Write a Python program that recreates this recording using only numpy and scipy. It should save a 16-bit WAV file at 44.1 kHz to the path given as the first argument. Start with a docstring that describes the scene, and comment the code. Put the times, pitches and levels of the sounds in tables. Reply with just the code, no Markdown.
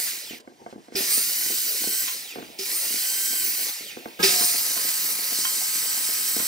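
"""A miter saw whines down under its brake, then is started again and again, faster and higher than life.
In a workshop, two microphone ports hear fan air and gears as shaped noise and shaft orders as sines tied
to the speed. Starts kick the arm and wood knocks on the bench as ringing modes over a lumpy noise rumble.
Around the last start a mains machine hums from the right as steady harmonics that surge."""
import sys
import numpy as np
from scipy import signal
from scipy.fft import rfft, irfft, next_fast_len
from scipy.io import wavfile
from scipy.ndimage import uniform_filter1d

SR = 44100
rng = np.random.default_rng(int(sys.argv[2]) if len(sys.argv) > 2 else 0)


def transcribe(u):
    """Save the signal u as a 16-bit wav file named by the first command-line argument.

    u: samples, shape (n,) or (channels, n), limited to [-1, 1]; the rate is SR.
    q: integer samples, one column per channel.
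    """
    v = np.clip(np.atleast_2d(u).T, -1, 1)
    q = np.round(v * 32767).astype(np.int16)
    wavfile.write(sys.argv[1], SR, q)


N = 285327  # samples
FRAME, HOP = 512, 128  # samples per noise frame and from one frame to the next

# Levels in the tables are relative: the sources set their own trims.
# Noise colour of the saw at high speed: [f/Hz, density/dB per Hz]
RUNNING_COLOUR = [(900, -10.5), (1400, -16), (2000, -6.5), (2500, -7.5), (3050, -11), (3500, -10),
                  (4000, -3), (5100, -1.5), (6000, -3.5), (6800, -4.5), (7900, -5), (9400, -2.5),
                  (11000, -1), (15300, 0.5), (16500, -5.5)]
# Noise colour of the slowed saw: [f/Hz, density/dB per Hz]
SLOWED_COLOUR = [(590, -44), (1000, -37), (1320, -9.5), (1740, -18.5), (1800, -5.5), (2120, -7),
                 (2410, 0.5), (3210, -7.5), (3560, -2.5), (3860, -7.5), (4330, -11), (4650, -9),
                 (7120, -16.5), (8090, -16.5), (15800, -10)]
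# Workshop air while the saw is silent: [f/Hz, density/dB per Hz]
QUIET_COLOUR = [(410, -30), (700, -7), (757, -16), (995, -35), (1450, -25), (1910, -21), (5490, -27),
                (15800, -38)]
# Bench rumble: [f/Hz, density/dB per Hz]
BENCH_COLOUR = [(15, -60), (30, -44), (60, -42), (100, -42), (140, -18.5), (190, 0), (280, -1.5), (400, 0),
                (520, -2.5), (720, -3), (900, -3), (1200, -11), (1600, -30)]
# Shaft orders: [multiple of the speed, level running free/dB, pulling hard/dB, braking/dB, blur/rad,
# extra while wood loads the blade/dB]
SHAFT_ORDERS = [(1, -20, -27, -40, .3, 2), (2, -26, -27, -34, .5, 0), (5, -12, -30, -2, .6, 0),
                (7, -26, -19, -36, .9, -6), (8, -24, -30, -34, .5, 0), (9, -25, -26, -36, .5, 2),
                (9.89, -34, -27, -40, .35, 19), (10, -21, -32, -38, .6, -6), (12, -26, -18, -4, .6, 0),
                (24, -36, -36, -10, .7, 0), (48, -40, -40, -16, .8, 0)]
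# Housing resonances that lift the orders passing through: [f/Hz, width/Hz, lift/dB]
HOUSING_RESONANCES = [(2500, 700, 7), (3100, 260, 7), (4200, 500, 6), (7300, 1100, 5), (8900, 750, 4),
                      (13600, 600, 8), (14900, 2000, 9), (15600, 500, 5)]
# How far the driven orders stand out, one value per run: [level/dB]
WHINE_DB = (0, 2, 2, -3)
# Motor runs: [switched on t/s, top speed/turns per s, run-up time/s, brake on t/s]
MOTOR_RUNS = [(-2, 1480, .155, .036), (.955, 1555, .155, 2.032), (2.586, 1575, .15, 3.622),
              (4.229, 1546, .18, 9)]
# Cuts in wood: [teeth bite t/s, through t/s, sag/turns per s, recovery/s]
CUTS = [(1.49, 1.735, 90, .11), (3.31, 3.53, 104, .14), (4.96, 5.138, 124, .17)]
# Effort of each run: [level/dB, then excess at the start in air roar/dB, gear growl/dB, airy top/dB,
# bench rumble/dB, swell as the squeal passes/dB]
RUN_EFFORT = [(-0.5, -2, 0, 0, 0, -23), (-0.16, 0, 9.5, -2, 6, 5), (0.074, -6.5, -2.5, -9, -3, 1.5),
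              (0.12, 10.5, 19, 6.5, 19.5, 3.5)]
# Time for the start excess to die away: [air roar/s, gear growl/s, airy top/s, bench rumble/s]
SETTLE_S = (.16, .12, 0.096, 0.14)
# Shares of the squeal swell: [air roar, gear growl, airy top, bench rumble]
SQUEAL_SHARE = (1.07, 0.36, 0.98, 0.16)
# The slowing blade passes housing resonances: [speed/turns per s, width/turns per s, air roar/dB,
# gear growl/dB, airy top/dB, bench rumble/dB]
SLOWING_SWELLS = [(1360, 110, 0.19, 4.5, 1, 2), (620, 40, .3, 0, 1, -6), (510, 120, 2.4, 5, 0, -2)]
# The roar steps up, then settles back; a step of 0 dB is silent: [t/s, level/dB, fade/s]
ROAR_STEPS = [(1.89, 0, .15), (5.34, 3.5, 0.2)]
# Shares of the step: [air roar, gear growl, airy top, bench rumble]
STEP_SHARE = (0.98, -0.46, -0.25, -0.43)
# Level of the quiet stretch between runs, with brief bursts and a rise into the start: [t/s, level/dB]
QUIET_LEVEL = [(0.396, -71), (0.404, -46.5), (0.42, -69.5), (0.688, -63.5), (0.714, -58.5), (0.754, -67.5),
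               (0.85, -62), (0.914, -65), (0.945, -50.5)]
# Shares of the quiet level's movement: [air roar, gear growl, airy top, bench rumble]
QUIET_SHARE = (0.96, 0.9, 0.91, 0.17)
# Wood knocks: [t/s, level/dB, hardness/dB, crack/dB]
KNOCKS = [(0.307, -33, 1, -6), (0.331, -34.5, 2, -7), (0.398, -40, -7, 7), (0.474, -31.5, -2.5, 3.5),
          (0.52, -47, 2, -7), (0.615, -38.5, 1, -6), (0.662, -37.5, 11, 5), (0.695, -47, -7, -3),
          (0.726, -29, -2, -3), (0.757, -30.5, -3, -11), (0.778, -37.5, 1, -17), (0.882, -38, 2, 0.4),
          (0.92, -31.5, -4.5, 1), (0.948, -27, -5, -6), (1.003, -28.5, 4.5, -1), (1.173, -28, -4, 0.4),
          (1.501, -33.5, 3, 2), (1.815, -31, -4, 0.4), (1.837, -31, 3, 8), (1.872, -25.5, -3, -4),
          (2.356, -28.5, 2, 4), (2.37, -30, -3, -4), (2.383, -29.5, 3.5, 0.4), (2.397, -31, -6, 0.4),
          (2.424, -32, 0.5, 6.5), (2.499, -38, -4, -13), (2.905, -37.5, 1.5, 0.4), (2.94, -34.5, 1.5, 0.4),
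          (3.329, -35, 2.3, 8), (3.804, -37.5, 0.5, -4), (3.968, -25, -3.5, 0.4), (4.056, -25.5, 1.7, 4.5),
          (4.192, -28, -5, 13), (4.204, -29, -0.4, 2), (4.409, -24.5, 1.5, 9), (4.541, -35, 7.7, 8),
          (4.764, -35.5, 7.5, 7), (4.848, -33, 0, 0.4), (5.188, -38, 4, 2), (5.319, -36.5, 5.5, 5),
          (5.385, -36, 4.5, 0.4), (6.088, -39.5, 7, -2), (6.364, -25.5, 1.5, 4), (6.399, -33, 5.8, 10)]
# Modes of the wood blocks: [f/Hz, level/dB, t60/s]
WOOD_MODES = [(225, -3, 0.047), (328, 0, 0.042), (463, -1.5, 0.041), (677, 6.5, 0.021), (894, -9.5, 0.082),
              (1140, 10, 0.018), (1547, 10.5, 0.014), (2135, 13.5, 0.016), (3150, 0, .03)]
# Colour of a blow against the low modes: [f/Hz, level/dB, share of the hardness, share of the crack]
BLOW_COLOUR = [(456, -0.5, 0.32, 0), (686, -6, 1.47, 0), (1580, -15.5, 0.55, 0.95), (3200, -23, 0.5, .8)]
# Offcuts flicked against the fence: [t/s, level/dB, tilt/dB per octave]
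OFFCUTS = [(2.078, -28, -2), (2.092, -34, -1), (4.418, -26.5, -4), (4.774, -27.5, -6), (5.45, -18.5, -2),
           (6.395, -28, -7)]
# What the offcuts ring with: [f/Hz, level/dB, t60/s]
FENCE_MODES = [(1050, -5, .05), (1400, -8, .03), (1850, -6, .03), (2200, -6, .025), (2600, -10, .02),
               (3160, 0, .055)]
# Saw starts: [t/s, arm ring level/dB, clack level/dB]
STARTS = [(0.955, -29.5, -24.5), (2.589, -35.5, -29.5), (4.23, -21.5, -17.5)]
# Modes of the kicked arm: [f/Hz, level/dB, t60/s]
ARM_MODES = [(386, -2.5, 0.29), (770, -20, 0.27), (201, -15.5, 0.12)]
# Modes of the gear clack: [f/Hz, level/dB, t60/s]
CLACK_MODES = [(5440, 4, 0.014), (4820, -2, 0.024), (2590, -30, 0.01)]
# Slack gears rattle as they take up the load: [f/Hz, width/Hz, t60/s]
GEAR_RATTLE = (5070, 100, 0.82)
# Harmonics of the mains machine: [multiple, level/dB, surge/dB, surge time/s]
HUM_HARMONICS = [(1, -64, 28, 0.16), (5, -56.5, 19, 0.071), (6, -56.5, -3, .1), (7, -52, 17.5, 0.12),
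                 (9, -52.5, 21, 0.15)]
# The machine's casing moans as it gathers speed: [f/Hz, level/dB, loudest at t/s, spread/s]
CASING_MOAN = (717, -39, 4.39, .13)
# Port pair towards the saw: [f/Hz, left-right likeness, left minus right/dB, left lead/rad]
SAW_PORTS = [(700, 0.93, -27, -1.3), (1190, 0.21, 1, -1.35), (1930, 0.68, -1, -0.5), (2680, 0.2, -6, 1.5),
             (3320, 0.83, -3, -0.35), (3320, 0.19, 4, 0.85), (3790, 1, -2.5, 1.77),
             (5650, 0.79, 0.5, -0.04), (6060, 0.67, -3, 0.9), (7000, 0.09, 1.5, -0.25),
             (7700, 1, 2.5, -0.74), (8100, 0.25, -5.5, -0.73), (9900, 0.15, 5, 1.95),
             (10440, 0.59, -6.5, 0.86), (12000, 0.3, -1.5, 0.2), (13300, 0.36, 2, 1.3),
             (14500, 0.89, -4, -0.5), (15600, 0.44, 1, 1.2)]
# Port pair towards the bench: [f/Hz, left-right likeness, left minus right/dB, left lead/rad]
BENCH_PORTS = [(50, 0.044, 0.13, .1), (150, 0.1, 0.35, 0.63), (393, 0.95, 0.66, 0.79),
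               (690, 0.82, 0.65, 1.33), (1025, 1, 0.17, 2.15), (1890, 0.73, 0.5, 7.8),
               (3130, 0.42, -2.7, 9), (6000, .3, -.5, 12.5)]

KICK_SPEED, BRAKE_FROM, BRAKE_PER_S = 490, 1550, 3550  # turns per s, and their loss per second
COAST_FROM, COAST_TO = 340, 165  # turns per s; the brake lets go, and the level the coast tends to
COAST_AFTER_S, COAST_S = .348, .11  # from the brake to the coast, and the coast's time constant
BREAK_OFF_S = .392  # the saw sound breaks off here and stays out until the next start
# Settings of the four bands: air roar, gear growl, airy top, bench rumble
FREE_DB = (-29, -39.5, -28, -51.5)
QUIET_DB = (2, 1.5, -5, 12)  # against the lowest quiet level
PRESTART_DB = (-36.5, -37, -34.5, -33.5)
LOADED_DB = (-2.8, -0.043, 0.44, 0.48)  # per 110 turns per s of sag
CLEARED_DB = (-3.2, -0.72, -2, -2.2)  # likewise, after the teeth come through
SLOWING_DB = (-27.5, -13.5, -28, -4)  # loss from full speed to none
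SLOWING_BEND = (1.19, 1.35, 0.97, 0.27)  # power law on the way
RISE_S = 0.013  # a switch takes this long to be heard in full
HUM_HZ, HUM_S = 181.2, 4.195  # the mains machine's fundamental and its start
EDGE_HZ = 15760  # upper band limit


def amp(db):
    """Decibels to gain."""
    return 10 ** (np.asarray(db) / 20)


def evened(x):
    """Scales to rms 1."""
    return x / np.sqrt(np.mean(x ** 2) + 1e-20)


def read(points, hz):
    """Reads a spectrum on a log frequency axis."""
    f, value = np.transpose(points)
    return np.interp(np.log(hz + 1), np.log(f + 1), value)


def add(mix, s, sound):
    """Mixes a sound in at second s."""
    part = mix[round(s * SR):][:len(sound)]
    part += sound[:len(part)]


def ring(modes, rise):
    """A struck thing: decaying sine modes with random phases and a soft onset of rise seconds."""
    t = np.arange(SR // 2) / SR
    tones = 0
    for hz, db, t60 in modes:
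        tones = tones + amp(db - 60 * t / t60) * np.sin(2 * np.pi * (hz * t + rng.random()))
    return tones * (1 - np.exp(-(t / rise) ** 2))


def noise(colour_db, lo_hz, hi_hz, patchy_db, flicker_db):
    """Two unrelated noises of one soft-edged band with drifting patches and flicker; colour is bins x frames."""
    hz = np.fft.rfftfreq(FRAME, 1 / SR)[:, None] + 1
    frames = N // HOP + 5
    a, b, c, d, patches = rng.standard_normal((frames, FRAME // 2 + 1, 5)).T
    patches = uniform_filter1d(patches, size=3, axis=0)
    patches = evened(uniform_filter1d(patches, size=16, axis=1))
    flicker = evened(uniform_filter1d(rng.standard_normal(frames), size=4))
    shape = amp(colour_db) / np.sqrt((1 + (lo_hz / hz) ** 20) * (1 + (hz / hi_hz) ** 20))
    shape = shape / np.sqrt((shape ** 2).mean(0))  # every frame equally strong before the flicker
    shape = shape * amp(patchy_db * patches + flicker_db * flicker)
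    spectra = np.array([a + 1j * b, c + 1j * d]) * shape
    pair = signal.istft(spectra, nperseg=FRAME, noverlap=FRAME - HOP)[1][:, :N]
    return evened(pair)


def load(t):
    """Speed lost to the wood in turns per s, while the teeth cut and while the motor recovers."""
    cutting = sum(sag * np.clip((t - a) / (b - a), 0, 1) ** 1.4 * (t < b) for a, b, sag, _ in CUTS)
    freed = sum(sag * np.exp(-abs(t - b) / back) * (t >= b) for _, b, sag, back in CUTS)
    return cutting, freed


def motor(t):
    """Armature: an exponential run-up sags under load; a linear brake, then a coast, caps the speed.

    Returns which run is on, seconds since its start, the speed and the limit that the brake sets."""
    run = np.searchsorted([r[0] for r in MOTOR_RUNS], t, "right") - 1
    on, top, rise, brake = np.array(MOTOR_RUNS)[run].T
    free = top - (top - KICK_SPEED) * np.exp(-(t - on) / rise) - sum(load(t))
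    coasting_s = np.maximum(t - brake - COAST_AFTER_S, -COAST_S)
    coast = COAST_TO + (COAST_FROM - COAST_TO) * np.exp(-coasting_s / COAST_S)
    limit = np.maximum(BRAKE_FROM - BRAKE_PER_S * (t - brake), coast)
    return run, t - on, np.minimum(free, limit), limit


def sounding(t):
    """1 while the saw is heard, else 0."""
    return 1. * ((t < BREAK_OFF_S) | (t >= MOTOR_RUNS[1][0]))


def levels(t):
    """Gain of the four bands from effort, load, braking, roar steps and the quiet between runs."""
    run, since, speed, limit = motor(t)
    effort = np.array(RUN_EFFORT)[run]
    cutting, freed = load(t)
    slowed = np.clip(1 - limit / BRAKE_FROM, 0, 1)[:, None]
    braking = speed >= limit
    db = FREE_DB + effort[:, :1] + effort[:, 1:5] * np.exp(-since[:, None] / np.abs(SETTLE_S))
    squeal_db = effort[:, 5] * np.exp(-((speed - 1240) / 130) ** 2) * ~braking
    db += np.outer(squeal_db, SQUEAL_SHARE)
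    db += np.outer(cutting / 110, LOADED_DB) + np.outer(freed / 110, CLEARED_DB)
    db += SLOWING_DB * slowed ** np.array(SLOWING_BEND)
    for at, width, *bands in SLOWING_SWELLS:
        db += np.outer(braking * np.exp(-((speed - at) / width) ** 2), bands)
    step_db = sum(up * np.exp(-abs(t - s) / fade) * (t > s) for s, up, fade in ROAR_STEPS)
    db += np.outer(step_db, STEP_SHARE)
    course_db = np.interp(t, *np.transpose(QUIET_LEVEL))
    lowest_db = course_db.min()
    quiet_db = lowest_db + QUIET_DB + np.outer(course_db - lowest_db, QUIET_SHARE)
    quiet = sounding(t) == 0
    db[quiet] = quiet_db[quiet]
    db[(t > HUM_S) & (t < MOTOR_RUNS[-1][0])] = PRESTART_DB  # the mains machine switches on with a rush
    return amp(uniform_filter1d(db.T, size=max(round(RISE_S * SR), 1), axis=1))


def roar():
    """Fan air and gear mesh: broad noise in the housing, its colour shifting as the blade slows."""
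    t, frames = np.arange(N) / SR, np.arange(N // HOP + 5) * HOP / SR
    hz = np.fft.rfftfreq(FRAME, 1 / SR)
    speed, level = motor(frames)[2], levels(t)
    fast = np.clip((speed - 500) / 600, 0, 1)
    turning_db = np.outer(read(RUNNING_COLOUR, hz), fast) + np.outer(read(SLOWED_COLOUR, hz), 1 - fast)
    # at full speed the fan hisses in the vent slots
    full = np.clip((speed - 1490) / 50, 0, 1)
    turning_db += np.outer(4.5 / (1 + ((hz - 8100) / 700) ** 4), full)
    # in the run-up the seventh order drags a rough squeal through a housing resonance
    passing = np.exp(-((speed - 1260) / 120) ** 2) * (np.gradient(speed) > 0)
    squeal_hz = (7 * speed + 8900) / 2
    turning_db += 10 * passing / (1 + ((hz[:, None] - squeal_hz) / 400) ** 4)
    heard = sounding(frames)
    colour_db = turning_db * heard + np.outer(read(QUIET_COLOUR, hz), 1 - heard)
    # gear teeth chatter: short random bursts, about 250 per s, ride on the roar
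    bursts = rng.exponential(1, N) * (rng.random(N) < 250 / SR)
    chatter = 1 + 0.32 * signal.lfilter([1], [1, -np.exp(-1 / (0.00035 * SR))], bursts)
    air = noise(colour_db, 3910, 9370, patchy_db=2.0, flicker_db=0.52) * level[0]
    growl = noise(colour_db, 1100, 3860, patchy_db=1.5, flicker_db=1.2) * level[1]
    top = noise(colour_db, 9150, 17900, patchy_db=3.0, flicker_db=0.5) * level[2]
    return amp(0.5) * (air + growl + top) * chatter


def whine():
    """Shaft orders are sines at multiples of the speed; pulling and braking stress different ones."""
    t = np.arange(N) / SR
    run, _, speed, _ = motor(t)
    speed = uniform_filter1d(speed, size=1500)
    slope = uniform_filter1d(np.gradient(speed) * SR / speed, size=2500)  # relative change per second
    braking = np.clip((-slope - .8) / .7, 0, 1)
    pulling = np.clip((1545 - speed) / 60, 0, 1) * (1 - braking)
    cutting = np.clip(-slope / .35, 0, 1) * (1 - braking)  # the speed sags gently under load
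    # early in the braking the fan air still covers the lines; early in the run-up they have not yet grown
    masked_db = -13 * braking * speed / 1500 - 40 * pulling * np.clip(1 - speed / 1050, 0, 1)
    masked_db += np.take(WHINE_DB, run) * (1 - braking)
    dying_db = -30 * np.clip(1 - speed / 460, 0, 1)
    turns = np.cumsum(speed) / SR
    out = np.zeros((2, N))
    for k, free_db, pull_db, brake_db, blur, cut_db in SHAFT_ORDERS:
        hz = k * speed
        level_db = free_db * (1 - pulling - braking) + pull_db * pulling + brake_db * braking + masked_db
        level_db += sum(db / (1 + (2 * (hz - f) / w) ** 2) for f, w, db in HOUSING_RESONANCES)
        level_db += cut_db * cutting + dying_db * (hz < 4500)  # low lines die with the speed
        # the shaft wobbles, so each line wavers in strength and in phase at either port
        wobble = []
        for wander in rng.standard_normal((N // 64 + 2, 3)).T:
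            smooth = evened(uniform_filter1d(wander, size=5))
            wobble.append(np.interp(t, np.arange(len(wander)) * 64 / SR, smooth))
        tone = np.sin(2 * np.pi * k * turns + blur * np.array(wobble[:2]))
        out += tone * amp(level_db + 2.9 * wobble[2]) * (hz < EDGE_HZ)
    return out * levels(t)[0] * sounding(t)


def bench():
    """Low lumpy noise of wood sliding, and a deep noise of the stand shaking with the air roar's level."""
    colour_db = read(BENCH_COLOUR, np.fft.rfftfreq(FRAME, 1 / SR))[:, None]
    air, _, _, rumble = levels(np.arange(N) / SR)
    flat_db = np.zeros((FRAME // 2 + 1, 1))
    shake = noise(flat_db, 5, 90, patchy_db=4.5, flicker_db=5.0) * air * amp(-51)
    return noise(colour_db, 25, 1250, patchy_db=4.5, flicker_db=1.65) * rumble * amp(2.0) + shake


def knocks():
    """Wood rings on bench and fence; hardness and crack colour a block's blow, the grip shifts its low modes."""
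    out = np.zeros(N)
    for s, db, hard_db, crack_db in KNOCKS:
        colour = [(hz, d + hard * hard_db + crack * crack_db) for hz, d, hard, crack in BLOW_COLOUR]
        grip = rng.uniform(0.892, 1.137)
        modes = []
        for hz, d, t60 in WOOD_MODES:
            modes.append((hz * (grip if hz < 1000 else 1), d + read(colour, hz), t60))
        add(out, s, amp(db - 1.0) * ring(modes, rise=0.0022))
    for s, db, tilt_db in OFFCUTS:
        modes = [(hz, d + tilt_db * np.log2(hz / 1850), t60) for hz, d, t60 in FENCE_MODES]
        add(out, s, amp(db) * ring(modes, rise=0.0013))
    return out


def kicks():
    """Each start rings the arm, clacks the gears and leaves them rattling as decaying resonant noise."""
    arm, gears = np.zeros(N), np.zeros(N)
    hz, width, t60 = GEAR_RATTLE
    t = np.arange(SR // 2) / SR
    for s, arm_db, clack_db in STARTS:
        add(arm, s, amp(arm_db + 5.0) * ring(ARM_MODES, rise=0.0033))
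        rattle = evened(signal.lfilter(*signal.iirpeak(hz, hz / width, SR), rng.standard_normal(len(t))))
        rattle = rattle * amp(clack_db - 13.5 - 60 * t / t60)
        add(gears, s, amp(clack_db + 4.5) * ring(CLACK_MODES, rise=0.00065) + rattle)
    return arm, gears


def hum():
    """Fixed harmonics of a mains machine, most surging as it starts, and a swelling moan of its casing."""
    t = np.arange(N) / SR - HUM_S
    tones = 0
    for k, db, surge_db, fade in HUM_HARMONICS:
        level_db = db + 3.5 + surge_db * np.exp(-abs(t) / fade)
        tones = tones + amp(level_db) * np.sin(2 * np.pi * (k * HUM_HZ * t + rng.random()))
    hz, db, s, spread = CASING_MOAN
    moan = amp(db) * np.exp(-((t + HUM_S - s) / spread) ** 2) * np.sin(2 * np.pi * hz * t)
    return (tones + moan) * np.clip(t / 0.0042, 0, 1)


def room(x):
    """Workshop reflections: two short decaying tails of sparse random taps, one per port."""
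    t = np.arange(SR // 3) / SR
    signs = rng.choice([-1., 1.], (2, len(t)))
    taps = signs * (rng.random((2, len(t))) < 2000 / SR) * amp(-60 * t / 0.28) * (t > .004)
    return signal.fftconvolve(x[None], taps / np.linalg.norm(taps[0]), axes=1)[:, :N]


def ports(pair, table):
    """Two microphone ports: part of the sound is shared, with a balance and a phase lead per frequency."""
    size = next_fast_len(N)
    hz = np.fft.rfftfreq(size, 1 / SR)
    same, left_db, lead = (read(np.array(table)[:, [0, k]], hz) for k in range(1, 4))
    same = np.clip(same, 0, 1)
    a, b = rfft(pair, size)
    tilt = amp(left_db / 2) * np.exp(.5j * lead)
    left, right = a * tilt, (same * a + np.sqrt(1 - same ** 2) * b) / tilt
    return irfft(np.array([left, right]), size)[:, :N]


def scene():
    """Saw and bench through the port pair, with the mains machine off to the right."""
    arm, gears = kicks()
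    near = arm + knocks()
    saw = roar() + whine() + gears + amp(4) * room(gears)
    machine = hum()
    far = np.array([np.roll(machine, 7), machine])  # the left port hears it 7 samples later
    on_bench = bench() + near + amp(-2) * room(near)
    return ports(saw, SAW_PORTS) + ports(on_bench, BENCH_PORTS) + far


def record(dry):
    """The band limit: a steep low-pass on both channels."""
    low_pass = signal.firwin(767, EDGE_HZ, window=("kaiser", 9), fs=SR)
    return signal.oaconvolve(dry, low_pass[None], "same")


dry = scene()
out = record(dry)
transcribe(out)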